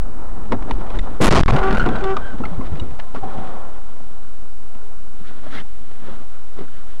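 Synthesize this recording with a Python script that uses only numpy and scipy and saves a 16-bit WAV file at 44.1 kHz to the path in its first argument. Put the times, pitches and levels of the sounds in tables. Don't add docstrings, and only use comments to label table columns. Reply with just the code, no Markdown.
import sys
import numpy as np
from scipy import signal
from scipy.fft import rfft, irfft, next_fast_len
from scipy.io import wavfile
from scipy.ndimage import uniform_filter1d, map_coordinates

SR = 44100
rng = np.random.default_rng(int(sys.argv[2]) if len(sys.argv) > 2 else 0)


def gain_from_decibels(decibels):
    exponent = np.asarray(decibels, float) / 20
    return 10 ** exponent


def wav_record(signal):
    frames = np.transpose(np.atleast_2d(signal))
    bounded = np.clip(frames, -1, 1)
    quanta = np.round(bounded * 32767).astype(np.int16)
    wavfile.write(sys.argv[1], SR, quanta)


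N = 308700

# time in seconds, force in dB over full scale, brightness in dB.
CRUMPLE = [(1.2, -40, -41), (1.213, 6, -2.5), (1.255, -1.5, 0), (1.275, 6, -8), (1.31, 8, -3),
           (1.34, 9, -10), (1.36, 10, -8), (1.4, 5.5, -6), (1.455, -17, -15), (1.48, -15.5, 1.5),
           (1.55, -9.5, -10.5), (1.64, -44, -22)]
# frequency in Hz, level in dB.
STEEL_TONE = [(20, -5.5), (60, -4.5), (150, 0.5), (300, -5), (500, -9.5), (800, -16)]
# frequency in Hz, level in dB.
SHARD_TONE = [(300, -49), (700, 5.5), (1100, 5.5), (1600, -5.5), (3000, -12), (8000, -20), (16000, -30)]
# start in seconds, length in seconds, push in full scales.
SLAMS = [(1.211, .06, -2.4), (1.2705, .02, 2), (1.29, .0195, -16), (1.3085, .0275, 1.4), (1.336, .019, -8),
         (1.3395, .003, 4.2), (1.4375, .0015, -1.2), (1.4125, .002, 3), (1.359, .009, -1.6),
         (1.368, .017, 1.2), (1.386, .0075, -1.8), (1.393, .012, 3.4), (1.405, .003, -1.5),
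         (1.408, .003, 2), (1.411, .0235, -9), (1.4345, .026, 2.5), (1.481, .009, .35), (1.718, .014, .2),
         (1.461, .0205, -8), (1.496, .012, .55), (1.509, .0135, -4), (1.5225, .006, .9), (1.76, .022, .3),
         (1.785, .012, -1.2), (1.832, .012, .4), (1.843, .019, -.3)]
# time in seconds, level in dB.
SHATTER = [
    (1.205, -70),
    (1.22, -34),
    (1.245, -32),
    (1.27, -35),
    (1.29, -70),
]
# frequency in Hz, level in dB.
GLASS_TONE = [(1500, -30), (2500, 11), (6000, -6), (11000, -18), (16000, -1)]
# time in seconds, peak in dB.
TICKS = [(0.4544, -41), (0.8639, -34), (1.587, -19), (1.6344, -20), (1.6646, -35), (1.829, -25),
         (1.9076, -38), (1.9285, -39), (1.984, -28), (2.106, -29), (1.6954, -35), (1.1267, -46),
         (2.0076, -27), (2.3, -40), (2.383, -36), (2.665, -34), (2.7544, -32), (2.7694, -35), (3.473, -37)]
# on in seconds, off in seconds, level in dB, overtone lift in dB, flutter in dB.
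HORN = [
    (1.53, 1.74, -19.5, 2.5, 3),
    (2.012, 2.153, -18.5, -0.3, 0.8),
]
# multiple of the pitch, level in dB.
HORN_PARTIALS = [(1, 3.5), (2, -1), (3, -3), (4, -19), (5, -40), (6, -27), (7, -30), (8, -39), (9, -31)]
# time in seconds, level in dB.
TYRES = [
    (1.5, -63),
    (1.57, -26),
    (1.7, -28),
    (1.76, -18.5),
    (1.85, -26.5),
    (1.95, -35),
    (2.06, -35),
    (2.16, -32),
    (2.35, -66),
]
# frequency in Hz, level in dB.
TREAD_TONE = [(1100, -33), (1300, -1.5), (1450, 5), (1600, -6.5), (1750, -40)]
# time in seconds, level in dB.
GROAN = [
    (3.2, -74),
    (3.235, -29),
    (3.27, -42),
    (3.38, -35),
    (3.5, -45),
    (3.6, -57),
    (3.7, -70),
]
# frequency in Hz, level in dB.
PAD_TONE = [(620, -40), (740, -3), (790, 0.1), (840, -12), (980, -42)]
# start in
# seconds, length in seconds, start and end pitch in Hz, peak in dB.
RINGS = [(1.2025, .012, 400, 800, -11), (1.4345, .007, 1500, 900, 0), (1.4565, .005, 1300, 1000, -10),
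         (2.2, .17, 1570, 1520, -39), (2.437, .016, 1280, 1320, -28), (2.453, .012, 2150, 2100, -31),
         (2.797, .016, 2900, 2880, -38), (2.797, .016, 3800, 3780, -39), (2.61, .016, 1050, 1020, -32),
         (5.57, .03, 2100, 2000, -38), (5.465, .014, 620, 560, -35), (2.168, .014, 760, 740, -19),
         (2.19, .01, 1150, 1150, -27), (1.862, .02, 800, 1250, -17), (1.995, .03, 780, 800, -28),
         (.526, .016, 1000, 900, -18), (.905, .016, 520, 480, -27), (1.072, .02, 820, 760, -30),
         (.695, .012, 480, 460, -25), (1.209, .064, 295, 250, 12), (1.481, .016, 1100, 1080, -7),
         (1.51, .06, 135, 125, -4), (1.797, .016, 1420, 1450, -12), (1.808, .028, 1470, 1590, -22),
         (1.86, .022, 330, 380, -9), (1.884, .025, 450, 430, -17), (1.725, .035, 1350, 1420, -22),
         (2.1675, .012, 1250, 1200, -10), (1.875, .18, 1590, 1500, -31), (.52, .016, 1150, 950, -17),
         (.71, .008, 940, 880, -13), (.516, .008, 420, 500, -20), (.529, .014, 560, 480, -14),
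         (.622, .01, 1100, 1050, -28), (.992, .012, 1950, 1900, -30), (.988, .012, 3750, 3600, -28),
         (.99, .008, 2950, 2900, -33), (1.888, .008, 3500, 3450, -28), (1.958, .016, 3800, 3750, -36),
         (2.04, .012, 3600, 3500, -30), (.71, .006, 3600, 3500, -33), (1.779, .008, 620, 560, -13),
         (2.2, .17, 1570, 1520, -39), (2.437, .016, 1280, 1320, -28), (2.453, .012, 2150, 2100, -31),
              (2.797, .016, 2900, 2880, -38), (2.797, .016, 3800, 3780, -39), (2.61, .016, 1050, 1020, -32),
              (3.03, .11, 1050, 1040, -44), (3.06, .04, 720, 700, -43), (3.15, .035, 1110, 1120, -31),
              (3.155, .02, 1380, 1360, -32), (3.165, .035, 400, 440, -32), (4.8, .12, 415, 410, -46),
              (5.465, .014, 620, 560, -35), (5.57, .03, 2100, 2000, -38), (5.575, .012, 2000, 2050, -33),
              (5.603, .01, 3100, 3000, -37), (6.087, .012, 520, 500, -32), (6.68, .012, 1500, 1450, -42)]
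# start in seconds, pitch in Hz, 60 dB decay in seconds, peak in dB.
THUMPS = [(.52, 233, 0.088, -9.5), (2.089, 115.4, 0.38, -25), (2.22, 143, 0.17, -31),
          (2.43, 54.7, 0.31, -20), (2.919, 125, 0.11, -26.5), (1.73, 217, 0.133, -7.5),
          (2.399, 95, 0.11, -24), (2.401, 243, 0.061, -14.5), (.775, 160, 0.13, -23.5),
          (0.059, 151, 0.099, -36), (2.514, 178, 0.24, -21.5), (2.581, 94, 0.054, -11),
          (2.719, 74.6, 0.083, -11), (2.735, 149, .15, -25.5), (2.735, 149, .15, -25.5),
          (2.814, 84, 0.15, -15), (2.87, 70, 0.4, -24.5), (3.225, 110, 0.18, -25), (3.37, 131, 0.095, -23),
          (3.271, 188, .12, -29), (3.42, 170, .12, -27), (5.465, 250, 0.067, -30),
          (6.084, 384, 0.046, -23.5), (6.588, 400, 0.046, -21), (6.606, 390, 0.047, -27)]
# start in seconds, peak in dB,
# thud in dB, tick in dB.
KNOCKS = [(.521, -9, -6, -15), (0.624, -27.5, -13, -12), (0.695, -17.5, -5.5, -24),
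          (.71, -21.5, -2, -5), (0.809, -21, -2.5, -20), (.902, -21, -25, -15),
          (0.956, -26.5, 3.5, -22), (.989, -25, -10, -4.5), (1.07, -20, -21, -35),
          (1.481, -7, -20, -32), (1.563, -15, -15, -5.5), (1.585, -10, -23, -24),
          (1.708, -11.5, -16, -12.5), (1.727, -10.5, -12, -12), (1.748, -16.5, -8, -8),
          (1.77, -14.5, -14, -8), (1.861, -5, -9, -26), (1.889, -16, -16, -15),
          (1.955, -28, -15, -2), (2.039, -16, -9, -10.5), (2.167, -11.5, -28, -35),
          (2.331, -25.5, -0.5, -37), (2.403, -20.5, 1.5, -29), (2.437, -18, -16, -27),
                   (2.454, -20.5, -7, -14.5), (2.998, -27, -20, -5), (2.59, -28, 6.5, -31),
                   (2.659, -44, -3, -9), (2.72, -34.5, 8, -14), (2.798, -42.5, -9, 3),
                   (2.819, -37, 13.5, -16), (2.907, -36, -8, -7), (2.991, -24, -30, -10),
                   (3.147, -18.5, -30, -19), (3.154, -28, -27, -13), (3.161, -32, -12, -8),
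                   (3.235, -26, -3, -20), (3.379, -24.5, -2, -18), (4.001, -32.5, -11, -25),
                   (4.748, -34, -6.5, -13), (5.199, -40, 4, -22), (5.309, -31, -18, -23),
                   (5.465, -29, -16, -20), (5.609, -32.5, -6, -13), (5.912, -36, -3, -10),
                   (6.091, -30.5, -8, -20), (5.53, -45, -20, -8), (5.556, -40, -25, -8),
                   (5.585, -36, -20, -6), (6.198, -40, -9, -13), (6.587, -33, -11, -9),
                   (6.607, -27.5, -4, -19), (6.682, -43, -6, -7)]
# frequency in Hz, level in dB.
TICK_TONE = [(900, -17), (1700, 4), (2200, 0.5), (3000, -2), (3700, -7.5), (4400, -11.5), (7000, -23),
             (11500, -31)]
# start in seconds, length in seconds, heavy part in dB, fine part in dB.
SCUFFS = [(0.515, 0.042, -21.5, -47), (0.669, 0.033, -30.5, -53), (0.933, 0.055, -26.5, -43),
          (2.637, 0.047, -55, -46), (3.133, 0.07, -34, -46.5), (5.11, 0.15, -53, -61),
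          (5.231, 0.11, -48.5, -48), (5.33, 0.097, -46, -52), (5.415, 0.1, -41, -48),
          (5.498, 0.13, -36.5, -36.5), (5.697, 0.26, -51.5, -64), (5.902, 0.19, -47.5, -57),
          (6.017, 0.17, -39, -49.5), (6.176, 0.083, -43.5, -55), (6.547, 0.12, -38.5, -52),
          (6.705, 0.13, -51, -53.5), (6.864, 0.082, -53, -54)]
# frequency in Hz, level in dB.
RUB_TONE = [(700, -59), (1150, 5.5), (1500, 9), (2000, 3.5), (2250, -24), (2800, -28)]
# start in seconds, first push in full scales, rate in Hz, 60 dB decay in seconds.
JOLTS = [(0, 0.21, 29, 0.28), (.59, -0.058, 25, 0.32), (0.724, -0.41, 31, 0.14), (.768, -0.22, 25, 0.26),
         (0.954, -0.23, 24, 0.43), (0.998, -0.35, 30.5, 0.18), (1.523, 0.33, 25.3, 0.34),
         (1.602, 0.23, 31, 0.21), (1.665, -0.24, 33.5, 0.52), (1.73, -0.23, 20.8, 0.24),
         (1.865, 0.21, 16, 0.28), (1.917, -0.18, 29, 0.23), (2.004, -0.12, 28, 0.35)]
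# time in seconds, body sway in dB, trim rattle in dB.
MOTION = [(0, -43, -41.5), (.45, -36, -39.5), (.83, -34, -34.5), (1.12, -32.5, -38), (1.19, -40, -42),
          (1.5, -27, -24), (1.57, -33, -22.5), (1.68, -22.5, -22.5), (1.9, -19, -28), (2.0, -28.5, -29),
          (2.35, -38, -39.5), (2.74, -36, -37.5), (3.0, -45, -43.5), (3.95, -48, -46.5), (4.55, -51, -51.5),
          (4.85, -51, -47.5), (5.1, -50.5, -52.5), (7, -50, -50)]
# frequency in Hz, level in dB.
RUMBLE_TONE = [(12, -9), (25, -3.5), (45, -6), (80, -23.5), (130, -49)]
# frequency in Hz, level in dB.
BOOM_TONE = [(50, -46), (90, 2.5), (130, -3), (220, 2), (400, -5), (650, -21.5)]
# frequency in Hz, level in dB.
TRIM_TONE = [(250, -34), (420, -2.5), (750, -0.5), (1000, -3.5), (1400, -7), (1600, -16.5), (1800, -17),
             (2600, -30)]
# frequency in Hz, level in dB.
RUSTLE_TONE = [(1100, -14), (1900, 0), (2500, -4), (3300, -1.5), (3900, -5), (4600, -12), (8000, -24),
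               (11500, -22.5)]
# start, peak, beginning of the fade and end, in seconds.
SCRAPE_S = (3.2, 3.25, 3.56, 3.85)
SCRAPE_MIX_DB = [-1, -2.5, 0, -17]
SCRAPE_FADES = [4.4, 1.4, 0.83, 1.1]
# frequency in Hz, level in dB.
VENT_TONE = [(850, -30), (1150, -1), (1350, 0), (1500, -1), (1750, -26)]
# time in seconds, upper and lower headroom in full scales.
RAILS = [
    (0, 0.27, 0.28),
    (1.19, .3, .24),
    (1.215, 0.38, 0.22),
    (1.3, .42, .23),
    (1.45, 0.42, 0.22),
    (1.6, 0.38, 0.29),
    (1.9, 0.29, 0.21),
    (2.1, .17, 0.22),
    (2.6, 0.24, 0.28),
    (7, .3, .2),
]
# from, full, until and over, in seconds.
DAZED_S = (1.275, 1.29, 1.53, 1.6)
# frequency in Hz, level in dB.
HISS_TONE = [(20, 9), (200, 4.5), (1500, 3.5), (4000, -1.5), (8000, -3), (11000, -3.5), (12400, -8.5)]

HORN_HZ = 385.2
STRUCK_S = .017
WAVER, BUCKLING_WAVER = .022, .16
KNOCK_T60_S, TICK_T60_S = 0.083, 0.037
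TICK_GAIN_DB = 6.5
SCUFF_TRIM_DB, SCUFF_RUSTLE_DB = -3.5, -2
RUMBLE_DB, RUMBLE_GROWS = -43.5, 1
RUSTLE_DB, RUSTLE_GROWS = -62.5, 0.85
ROAD_DULLS_DB, IMPACT_S = -12.5, 1.3
STIR_S, STIR_DB = 5.15, 6.5
SCRAPE_DB, SCRAPE_SAG_DB = -33.5, -2
VENT_DB = -55.5
DAZED_SHARE = .7
EDGE_FULL = .05
OFFSET = -.3165


def curves(rows):
    s, *cols = np.transpose(rows)
    return [np.interp(np.arange(N) / SR, s, c) for c in cols]


def unit(x):
    return x / np.sqrt(np.mean(x ** 2) + 1e-20)


def coloured(x, spectrum):
    m = next_fast_len(len(x) + 8192)
    f, db = np.transpose(spectrum)
    log_hz = np.log(np.fft.rfftfreq(m, 1 / SR) + 1)
    gain = gain_from_decibels(np.interp(log_hz, np.log(f), db, left=-90, right=-90))
    return irfft(rfft(x, m) * gain, m)[:len(x)]


def causal(x, spectrum):
    f, db = np.transpose(spectrum)
    log_hz = np.log(np.fft.rfftfreq(8192, 1 / SR) + 1)
    log_gain = np.log(gain_from_decibels(np.interp(log_hz, np.log(f), db, left=-60, right=-60)))
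    fold = irfft(log_gain) * np.r_[1, np.full(4095, 2), 1, np.zeros(4095)]
    return signal.fftconvolve(x, irfft(np.exp(rfft(fold))))[:N]


def wobble(rate):
    knots = rng.standard_normal(int(N * rate / SR) + 4)
    return map_coordinates(knots, [np.arange(N) * rate / SR])


def rough(spectrum, lumps_db, rate):
    jumps = gain_from_decibels(lumps_db * (wobble(rate) + 0.53 * wobble(5.1 * rate)))
    return unit(coloured(jumps * rng.standard_normal(N), spectrum))


def hump(length, lean):
    return np.sin(np.pi * np.linspace(0, 1, round(length * SR)) ** lean)


def crash():
    force_db, bright_db = curves(CRUMPLE)
    metal = rough(STEEL_TONE, lumps_db=1.0, rate=37)
    metal += gain_from_decibels(bright_db) * rough(SHARD_TONE, lumps_db=3.0, rate=80)
    push = np.zeros(N)
    for s, length, size in SLAMS:
        shape = np.abs(hump(length, 0.68)) ** 0.53
        push[round(s * SR):][:len(shape)] += size * shape
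    return gain_from_decibels(force_db) * (force_db > -39) * metal + push


def shatter():
    level_db, = curves(SHATTER)
    return gain_from_decibels(level_db) * (level_db > -65) * rough(GLASS_TONE, lumps_db=3, rate=150)


def ticks():
    drive, t = np.zeros(N + SR), np.arange(SR // 10) / SR
    fade = gain_from_decibels(-60 * t / TICK_T60_S) * (1 - np.exp(-t / .0012))
    for s, db in TICKS:
        drive[round(s * SR):][:len(t)] += gain_from_decibels(db + TICK_GAIN_DB) * fade * rng.standard_normal(len(t))
    return causal(drive, TICK_TONE)


def horn():
    out, waver, flutter = np.zeros(N), wobble(60), wobble(35.58)
    for on, off, db, lift_db, flutter_db in HORN:
        where = slice(round(on * SR), round(off * SR))
        t = np.arange(N)[where] / SR
        swing = np.clip(np.minimum((t - on) / 0.058, (off - t) / 0.034), 0, 1)
        turn = 2 * np.pi * np.cumsum(HORN_HZ * (1 + .0025 * waver[where])) / SR
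        tone = np.zeros(len(t))
        for k, level_db in HORN_PARTIALS:
            partial = -np.cos(k * turn + 0.244 * k * k)
            level = gain_from_decibels(level_db + lift_db * (k > 1) + 0.2 * k * waver[where])
            tone += level * swing ** (0.49 * k) * partial
        out[where] = gain_from_decibels(db + flutter_db * flutter[where]) * unit(tone)
    return out


def tyres():
    scrub_db, = curves(TYRES)
    return gain_from_decibels(scrub_db) * (scrub_db > -55) * rough(TREAD_TONE, lumps_db=2.2, rate=40)


def groan():
    level_db, = curves(GROAN)
    return gain_from_decibels(level_db) * (level_db > -65) * rough(PAD_TONE, lumps_db=1.5, rate=25)


def rings():
    out, waver = np.zeros(N), wobble(220)
    for s, length, start_hz, end_hz, db in RINGS:
        struck = length <= STRUCK_S
        shape = hump(length, 0.4 if struck else 0.71)
        if struck:
            shape = shape * gain_from_decibels(np.linspace(3, -9, len(shape)))
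        where = slice(round(s * SR), round(s * SR) + len(shape))
        unsteady = BUCKLING_WAVER if db > 0 else WAVER
        pitch_hz = np.linspace(start_hz, end_hz, len(shape)) * (1 + unsteady * waver[where])
        turn = 2 * np.pi * np.cumsum(pitch_hz) / SR
        out[where] += gain_from_decibels(db) * (np.sin(turn) + 0.14 * np.sin(2 * turn)) * shape
    return out


def thumps():
    out, t = np.zeros(N + SR), np.arange(SR // 3) / SR
    rise = 1 - np.exp(-t / 0.00083)
    for s, hz, t60, db in THUMPS:
        swing = np.sin(2 * np.pi * hz * t * (1 - 1.0 * t))
        out[round(s * SR):][:len(t)] -= gain_from_decibels(db - 60 * t / t60) * swing * rise
    return out[:N]


def knocks():
    drive, t = np.zeros((3, N + SR)), np.arange(SR // 5) / SR
    t60 = KNOCK_T60_S * np.array([[2.1], [.8], [.4]])
    fade = gain_from_decibels(-60 * t / t60) * (1 - np.exp(-t / 0.00025))
    for s, db, thud_db, tick_db in KNOCKS:
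        burst = rng.standard_normal((3, len(t))) * fade
        levels_db = db + np.array([[thud_db + 18.0], [9], [tick_db + 12.5]])
        drive[:, round(s * SR):][:, :len(t)] += burst * gain_from_decibels(levels_db)
    return causal(drive[0], BOOM_TONE) + causal(drive[1], TRIM_TONE) + causal(drive[2], TICK_TONE)


def scuffs():
    swell = np.zeros((4, N))
    for s, length, heavy_db, fine_db in SCUFFS:
        shape = np.abs(hump(length, 1.04)) ** .75
        levels_db = [heavy_db, heavy_db + SCUFF_TRIM_DB, fine_db, fine_db + SCUFF_RUSTLE_DB]
        swell[:, round(s * SR):][:, :len(shape)] += gain_from_decibels(levels_db)[:, None] * shape
    tones = [BOOM_TONE, TRIM_TONE, RUB_TONE, RUSTLE_TONE]
    return sum(level * rough(tone, lumps_db=1.1, rate=65) for level, tone in zip(swell, tones))


def jolts():
    out, t = np.zeros(N + SR), np.arange(SR // 2) / SR
    rise = 1 - np.exp(-t / 0.0076)
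    for s, size, hz, t60 in JOLTS:
        out[round(s * SR):][:len(t)] += size * gain_from_decibels(-60 * t / t60) * np.sin(2 * np.pi * hz * t) * rise
    return 1.58 * out[:N]


def cabin():
    t = np.arange(N) / SR
    sway_db, rattle_db = curves(MOTION)
    rumble_db = np.minimum(RUMBLE_DB + RUMBLE_GROWS * (sway_db + 51.5), -28)
    rustle_db = RUSTLE_DB + RUSTLE_GROWS * (rattle_db + 49.0)
    rustle_db += ROAD_DULLS_DB * np.clip(IMPACT_S - t - .3, 0, 1)
    rustle_db += STIR_DB * (t > STIR_S)
    scrape_db = np.interp(t, SCRAPE_S, [-14, 0, SCRAPE_SAG_DB, -17], left=-90, right=-90)
    scrape_db = scrape_db * np.array(SCRAPE_FADES)[:, None] + SCRAPE_DB + np.array(SCRAPE_MIX_DB)[:, None]
    motion_db = [rumble_db, sway_db, rattle_db, rustle_db]
    rumble, boom, trim, rustle = np.hypot(gain_from_decibels(motion_db), gain_from_decibels(scrape_db))
    out = rumble * rough(RUMBLE_TONE, lumps_db=1.2, rate=5.0)
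    out += boom * rough(BOOM_TONE, lumps_db=1.5, rate=16)
    out += trim * rough(TRIM_TONE, lumps_db=1.4, rate=30)
    return out + rustle * rough(RUSTLE_TONE, lumps_db=1.4, rate=40)


def vent():
    return gain_from_decibels(VENT_DB) * rough(VENT_TONE, lumps_db=4.0, rate=20)


def scene():
    impact = crash() + ticks() + horn() + tyres() + groan()
    body = rings() + thumps() + knocks() + scuffs() + jolts()
    return (impact + body + cabin() + vent())[None]


def top_cut(x):
    return signal.sosfilt(signal.butter(12, 16250, fs=SR, output="sos"), x)


def record(dry):
    headroom = np.where(dry > 0, *curves(RAILS))
    clipped = (dry / (1 + np.abs(dry / headroom) ** 5) ** (1 / 5))[0]
    clipped -= .08 * signal.lfilter([.0012], [1, -.9988], clipped)
    dazed = DAZED_SHARE * np.interp(np.arange(N) / SR, DAZED_S, [0, 1, 1, 0])
    clipped += dazed * (uniform_filter1d(clipped, size=5) - clipped)
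    edges = np.sqrt(np.abs(uniform_filter1d(np.diff(clipped, prepend=0) ** 2, size=200)))
    fuzz = gain_from_decibels(-7.0) * edges * unit(coloured(rng.standard_normal(N), SHARD_TONE))
    hiss = gain_from_decibels(-54.5) * unit(coloured(rng.standard_normal(N), HISS_TONE))
    hiss *= np.where(dry[0] > -1.5, 1, 0) * np.where(dry[0] > 1.5, .35, 1)
    crackle = shatter() * np.clip(edges / EDGE_FULL, 0, 1)
    # frequency in Hz, gain in dB.
    band = [(1, -1.0), (11000, -2.0), (11600, -5.0), (12300, -15), (13000, -13), (16000, -19), (16400, -55)]
    mix = coloured(clipped + fuzz + hiss + crackle, band)[None] + OFFSET
    return top_cut(mix)


dry = scene()
out = record(dry)
wav_record(out)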